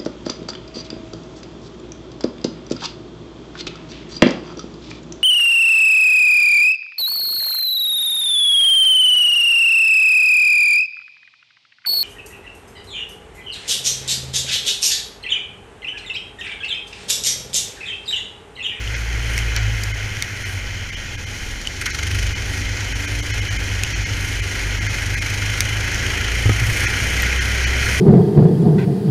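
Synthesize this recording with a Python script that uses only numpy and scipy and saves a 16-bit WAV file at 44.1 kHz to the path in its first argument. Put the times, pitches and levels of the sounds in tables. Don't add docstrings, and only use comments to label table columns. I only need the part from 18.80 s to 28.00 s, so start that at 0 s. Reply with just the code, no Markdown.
import sys
import numpy as np
from scipy import signal
from scipy.fft import rfft, irfft, next_fast_len
from scipy.io import wavfile
from scipy.ndimage import uniform_filter1d, map_coordinates

SR = 44100
rng = np.random.default_rng(int(sys.argv[2]) if len(sys.argv) > 2 else 0)


def volts_from_db(level):
    exponent = np.asarray(level, float) / 20
    return 10 ** exponent


def transcribe(u):
    v = np.clip(np.atleast_2d(u).T, -1, 1)
    q = np.round(v * 32767).astype(np.int16)
    wavfile.write(sys.argv[1], SR, q)


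N = 405719
TIME = np.arange(N) / SR

# time_s, rate_hz
LEFT_ENGINE = [(0, 28.5), (.5, 28.05), (1.2, 26), (1.6, 23.9), (2.4, 20.9), (2.65, 19.1), (2.82, 19.4),
               (3.0, 23.1), (3.2, 24.25), (3.7, 23.45), (4.3, 24.3), (5.6, 23.7), (5.8, 24.07), (6.1, 25.5),
               (6.4, 24.95), (7.0, 26.5), (8.0, 29.6), (9.2, 33.4)]
# time_s, rate_hz
RIGHT_ENGINE = [(2.8, 19.35), (3.0, 21.1), (3.2, 24.4), (3.45, 26.1), (4.0, 25.7), (4.4, 26.65),
                (5.3, 26.4), (5.9, 25.6), (6.1, 25.5)]
# time_s, throttle (0 to 1), running gear roar_db, weight in the seat_db
DRIVER = [(0, 0.07, -3, -3), (.55, 0.2, 1.5, 4.5), (.95, 0.1, -0.5, 2.5), (1.45, 0, -2, -11),
          (2.25, 0.12, -3.5, -2), (2.65, 0.7, -4.5, 0), (3.05, 0.77, -5.5, -5), (3.25, 0.9, -2, 2),
          (4.0, 0.8, 0, -2.5), (4.6, .8, 0, -1), (5.75, 0.76, 0.5, -0.5), (5.95, 0.7, 2, -0.5),
          (6.7, 0.71, 1.5, -0.5), (7.3, 0.83, 5, -2), (7.7, 0.73, 3.5, 0), (8.04, 0.84, 7, -8.5),
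          (8.66, 0.84, 6, 0), (9.2, 1, 7, -1.5)]
# off_throttle_db, db_per_roar_db, full_throttle_gain_db
FOLLOW_DRIVER = dict(rattle=(-30.5, 0.99, 0.01), hiss=(-38, 0.51, 4), air=(-51.5, 0.64, 5.14),
                 drone=(-39.5, 0.7, 1.45), spray=(-36.5, 0.72, 0.01), rumble=(-31, 0.83, -1.2),
                 pipes=(-11.5, 0.52, 11.7))

# pitch_hz, level_db
SEAT_SECOND = [(40, -34.5), (52, -28.5), (58, -23), (67, -18.5)]
SEAT_THIRD = [(60, -33), (72, -26.5), (80, -23), (90, -30), (98, -30.5)]
SEAT_FOURTH = [(78, -37.5), (94, -29.5), (106, -24.5), (112, -33), (119, -49), (133, -39)]
# pitch_hz, level_db
PIPE = [(28, -50), (130, -51), (158, -49), (185, -56), (215, -59), (240, -54), (265, -54), (290, -50),
        (315, -61), (345, -56), (385, -53), (420, -59), (500, -53), (560, -63)]
PIPE_MULTIPLES = {1: 0, 5: 0, 6: 0, 7: 0, 8: -5, 9: -6, 10: -1, 11: 2, 12: 3, 13: -2, 14: 1, 15: -6, 16: 1,
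                  17: -4, 18: -4}
# time_s, depth (ratio)
PUFF_DEPTH = [(2.98, 0.067), (3.015, 1.76), (3.065, 2.8), (3.105, 0.47), (3.2, 1.03), (3.36, 0.78),
              (3.55, 0.23), (4.6, 0.23), (5.8, 0.19), (6.3, 0.38), (7.3, 0.33), (8.1, 0.25), (8.6, .15)]
# start_s, peak_db
CLUTCH_BITES = [
    (3.01, -23),
    (3.059, -19),
]

# pitch_hz, width_hz, level_db
HOUSING = [(1433, 187, -5.5), (1670, 116, -3), (1879, 140, -3), (2134, 104, -0.5), (2327, 92, -3),
           (2530, 156, -6)]
# pitch_hz, level_db
HISS_COLOUR = [(2500, -19), (3500, -0.5), (3700, -4), (4170, 2), (4500, -1), (4800, -1), (5200, -0.5),
               (5680, 3), (6000, 0.5), (6380, 3.5), (6900, -2.5), (7300, -4.5), (7900, -20), (9500, -36)]
AIR_COLOUR = [(6500, -50), (7800, -5), (9000, 4), (10500, 1), (11200, -5), (12500, -3), (14000, -9),
              (15100, -20), (15400, -26), (15800, -70)]
DRONE_COLOUR = [(90, -56), (140, -5.5), (190, -0.5), (250, -3), (312, -5), (383, -4.5), (500, -4.5),
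                (600, -8.5), (700, -9), (830, -7), (1040, -11.5), (1300, -16), (1700, -26), (2800, -100)]
RUMBLE_COLOUR = [(6, -12), (15, -8), (28, -10), (45, -12), (70, -11), (92, -7), (106, 0), (118, -6),
                 (132, -16), (170, -25), (250, -50)]
SPRAY_COLOUR = [(2300, -17), (2750, -1), (2950, 3.5), (3100, 5), (3300, -2), (3600, -13), (4200, -62)]
# pitch_hz, level_db
CRACK_COLOUR = [(1000, -38), (2000, -18), (4000, -8), (6000, -1.5), (8000, -10.5), (11000, -14),
                (14500, -21), (15400, -32), (16400, -42), (17000, -80)]

# start_s, peak_db, knock_db
BUMPS = [
    (7.657, -9, -14.5),
    (7.6935, -10.5, -6.5),
    (7.816, -16, -14),
    (8.032, -21, -19),
]
# pitch_hz, level_db, t60_s
SEAT_RINGS = [(103.7, 1, 0.28), (220, -11.5, 0.059), (285, -12, 0.062), (343, -14, 0.042), (407, -19, 0.06),
              (780, -17.5, 0.027), (1276, -21.5, 0.13)]
# start_s, peak_db, low_part_db, high_pitch_hz, low_pitch_hz
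GRIT = [(0.0748, -29, 12.5, 5740, 2970), (0.5781, -11, -1, 5630, 2090), (0.7631, -9, -29, 4430, 1800),
        (0.7748, -23, -15, 6480, 2120), (1.3688, -22.5, 4, 6150, 2100), (1.4234, -6, -7, 3670, 2180),
        (2.8144, -25, -3, 5850, 1810), (2.8528, -34, 13, 6480, 3050), (2.8721, -14.5, 5.5, 4580, 3000),
        (5.0348, -4.5, -6, 6500, 2550), (5.0473, -20.5, 4, 5630, 2920), (6.8055, -0.5, -8, 5630, 2150),
        (6.8068, -13, -4.5, 8040, 3870), (7.1445, -18, -15, 6160, 2000), (8.421, -12, -25, 12200, 2500)]
# start_s, peak_db, low_part_db, high_pitch_hz, low_pitch_hz
DROPS = [
    (.587, -27, 11, 6260, 2640),
    (1.034, -21.5, -6, 4830, 2070),
]
# time_s, how far a tone must stand out to survive_db
GAPS = [(.151, -10), (0.774, -16), (1.131, 6.5), (1.645, 3.5), (2.114, 6), (2.157, 5), (2.37, 7),
        (2.455, 6.5), (3.118, 1.5), (3.545, 7), (4.141, 5.5), (4.268, 5.5), (4.419, 7.5), (4.526, 3.5),
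        (4.611, 6), (4.696, 4.5), (4.78, 6.5), (5.144, 3.5), (5.25, 4.5), (5.613, 5), (5.999, 5.5),
        (6.083, 3.5), (6.36, 5), (6.402, 5.5), (8.067, 2), (8.598, 2.5), (8.855, 2)]

SLIP_START_S, SLIP_END_S, SLIP_EDGE_S = 3.1, 6.1, .1
RIGHT_SECOND_DB, RIGHT_FOURTH_DB = -1, -8
LOCKED_DB = 3
THIRD_FADES_DB = 29
LOOSE_DB, SLACK_DB = 1.5, 1.8
BITE_RISE_S, BITE_T60_S = 0.0063, 0.16
LOOK_S, LOOK_LASTS_S, LOOK_DB = 8.03, 0.26, 4
KERB_S, KERB_LASTS_S, KERB_DB = 7.88, 0.051, 8
CRACK_LASTS_S, STIFFNESS = .014, 1.6
DROP_LASTS_S = .1
GAP_SAMPLES = 1882
TOP_HZ, INPUT_HZ = 15350, 16400


def unit(x):
    return x / np.sqrt(np.mean(x ** 2) + 1e-20)


def along(points, hz):
    f, v = np.transpose(points)
    return np.interp(np.log(hz + 1), np.log(f + 1), v)


def curves(rows, outside=None):
    s, *columns = np.transpose(rows)
    return [np.interp(TIME, s, column, outside, outside) for column in columns]


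def wobble(rate_hz):
    step = max(1, int(SR / rate_hz / 30))
    coarse = TIME[::step]
    knots = rng.standard_normal(int(N * rate_hz / SR) + 4)
    return np.interp(TIME, coarse, map_coordinates(knots, [coarse * rate_hz]))


def filtered(x, response):
    m = next_fast_len(N + SR // 2)
    return irfft(rfft(x, m) * response(np.fft.rfftfreq(m, 1 / SR)), m)[:N]


def coloured(x, colour):
    return unit(filtered(x, lambda hz: volts_from_db(along(colour, hz))))


def gritty(grain_db):
    return unit(rng.standard_normal(N) * volts_from_db(grain_db * wobble(700)))


def level(layer):
    throttle, roar_db, _ = curves(DRIVER)
    off_db, per_roar, full_db = FOLLOW_DRIVER[layer]
    return volts_from_db(off_db + per_roar * roar_db + full_db * throttle)


def firings():
    left_hz = curves(LEFT_ENGINE)[0]
    right_hz = curves(RIGHT_ENGINE, outside=0)[0]
    right_hz = np.where(right_hz > 0, right_hz, left_hz)
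    return np.cumsum(left_hz) / SR, np.cumsum(right_hz) / SR


def tone(cycles, multiple, db):
    phase = 2 * np.pi * (multiple * cycles + rng.random())
    return np.sqrt(2) * volts_from_db(db) * np.sin(phase)


def engines(left, right):
    throttle, _, seat_db = curves(DRIVER)
    coasting = (TIME > 1.2) * (TIME < SLIP_START_S)
    loose_db = LOOSE_DB + SLACK_DB * coasting
    apart = np.clip(np.minimum(TIME - SLIP_START_S, SLIP_END_S - TIME) / SLIP_EDGE_S, 0, 1)

    def shake(cycles, multiple, seat, db):
        answer_db = along(seat, multiple * np.gradient(cycles) * SR)
        return tone(cycles, multiple, answer_db + seat_db + db + loose_db * wobble(8))

    low = shake(left, 2, SEAT_SECOND, 0)
    low += shake(left, 3, SEAT_THIRD, THIRD_FADES_DB * (np.minimum(throttle, 1) - 1))
    low += shake(left, 4, SEAT_FOURTH, 0)
    low += apart * shake(right, 2, SEAT_SECOND, RIGHT_SECOND_DB)
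    low += apart * shake(right, 4, SEAT_FOURTH, RIGHT_FOURTH_DB)

    pipes = np.zeros(N)
    for cycles, share in ((left, volts_from_db(LOCKED_DB * (1 - apart))), (right, apart)):
        rate_hz = (np.gradient(cycles) * SR).astype(np.float32)
        shaken = cycles + .008 * wobble(5)
        for multiple, db in PIPE_MULTIPLES.items():
            pipe_db = along(PIPE, multiple * rate_hz) + db + 3.1 * wobble(3)
            pipes += share * tone(shaken, multiple, pipe_db)
    return low + level("pipes") * pipes


def puffs(right, sharp):
    depth = sharp * np.clip(curves(PUFF_DEPTH)[0], 0, 8)
    cycle = (right - np.interp(3.0615, TIME, right) + .5) % 1 - .5
    swell = np.exp(-(cycle / np.where(cycle < 0, .1, .18)) ** 2)
    size = volts_from_db(2.2 * wobble(25))
    return 1 / (1 + 0.067 * depth) + 1.51 * depth * swell * size


def housing(hz):
    total = 0
    for k, (centre, width, db) in enumerate(HOUSING):
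        resonance = 1j * hz * width / (centre * centre - hz * hz + 1j * hz * width)
        total = total + (-1) ** k * volts_from_db(db) * resonance
    return total


def rush(gate, air_gate):
    surge = volts_from_db(0.61 * wobble(12))
    rattle = unit(filtered(gritty(grain_db=1.2), lambda hz: housing(hz) * hz ** 2 / (hz ** 2 + 900 ** 2)))
    grains = gritty(grain_db=1.5)
    hiss = level("hiss") * coloured(grains, HISS_COLOUR)
    look_db = LOOK_DB * np.exp(-((TIME - LOOK_S) / LOOK_LASTS_S) ** 2)
    air = level("air") * volts_from_db(look_db + 2.2 * wobble(5.9)) * coloured(grains, AIR_COLOUR)
    drone = level("drone") * coloured(gritty(grain_db=1.0), DRONE_COLOUR)
    return surge * (gate * (level("rattle") * rattle + hiss) + air_gate * air) + drone


def bites():
    shape = np.zeros(N)
    for s, db in CLUTCH_BITES:
        rise = 1 - np.exp(-np.clip(TIME - s, 0, 1) / BITE_RISE_S)
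        shape += volts_from_db(db - 60 * np.abs(TIME - s) / BITE_T60_S) * rise
    return shape * unit(filtered(gritty(grain_db=2.5), housing))


def road(gate):
    strip_db = KERB_DB * np.exp(-((TIME - KERB_S) / KERB_LASTS_S) ** 2)
    rumble = coloured(rng.standard_normal(N), RUMBLE_COLOUR)
    rumble *= level("rumble") * volts_from_db(strip_db + 0.76 * wobble(6.9))
    spray = coloured(gritty(grain_db=1.5), SPRAY_COLOUR)
    spray *= level("spray") * volts_from_db(1.04 * wobble(15) + 1.05 * wobble(3.23))
    return rumble + gate * spray


def bumps():
    out, t = np.zeros(N + SR), np.arange(SR // 2) / SR
    rings = [volts_from_db(db - 60 * t / t60) * np.sin(2 * np.pi * hz * t) for hz, db, t60 in SEAT_RINGS]
    rise = 1 - np.exp(-t / 0.001)
    for s, db, knock_db in BUMPS:
        thump = rings[0] + volts_from_db(knock_db + 15.0) * sum(rings[1:])
        out[round(s * SR):][:len(t)] += volts_from_db(db + 2.0) * thump * rise
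    return out[:N]


def grit():
    cracks, rings, t = np.zeros(N + SR), np.zeros(N + SR), np.arange(SR // 8) / SR
    hits = [(*row, CRACK_LASTS_S * (2100 / row[-1]) ** STIFFNESS) for row in GRIT]
    hits += [(*row, DROP_LASTS_S) for row in DROPS]
    for s, db, low_db, high_hz, low_hz, t60 in hits:
        at = round((s + 0.00057) * SR)
        crack = volts_from_db(db - 250 * t / t60) * (1 - np.exp(-t / (0.012 * t60)))
        ring = volts_from_db(db - 60 * t / 0.011) * (1 - np.exp(-t / 0.0001))
        high = 0.52 * np.sin(2 * np.pi * high_hz * t)
        low = volts_from_db(low_db + 1 + 25 * t / 0.02) * np.sin(2 * np.pi * low_hz * t)
        cracks[at:][:len(t)] += 6.5 * crack * rng.standard_normal(len(t))
        rings[at:][:len(t)] += ring * (high + low)
    return filtered(cracks[:N], lambda hz: volts_from_db(along(CRACK_COLOUR, hz))) + rings[:N]


def scene():
    left, right = firings()
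    gate, air_gate = puffs(right, sharp=1.0), puffs(right, sharp=1.8)
    kart = engines(left, right) + rush(gate, air_gate) + bites() + road(gate) + bumps()
    return (filtered(kart, lambda hz: hz < TOP_HZ) + grit())[None]


def thin_out(x):
    out, turn = x.copy(), np.pi * (np.arange(GAP_SAMPLES) + .5) / GAP_SAMPLES
    hz = np.fft.rfftfreq(GAP_SAMPLES, 1 / SR)
    for s, keep_db in GAPS:
        middle = round(s * SR)
        at = slice(middle - GAP_SAMPLES // 2, middle + GAP_SAMPLES // 2)
        tones = rfft(x[at] * np.sin(turn))
        stand_out = uniform_filter1d(abs(tones), size=2) / uniform_filter1d(abs(tones), size=121)
        kept = 1.9 / (1 + (volts_from_db(keep_db) / stand_out) ** 12) / (1 + (hz / 7000) ** 16)
        lost = irfft(tones * (1 - kept) / (1 + (350 / (hz + 1)) ** 8), GAP_SAMPLES)
        out[at] -= lost * (1 - abs(np.cos(turn))) / np.sin(turn)
    return out


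def low_pass(x):
    return signal.sosfilt(signal.butter(12, 16510, fs=SR, output="sos"), x)


def record(dry):
    soft = dry[0] / (1 + abs(dry[0] / .88) ** 6) ** (1 / 6)
    limited = filtered(soft, lambda hz: 1 / (1 + (hz / INPUT_HZ) ** 60))
    return low_pass(thin_out(limited)[None])


dry = scene()
out = record(dry)
transcribe(out)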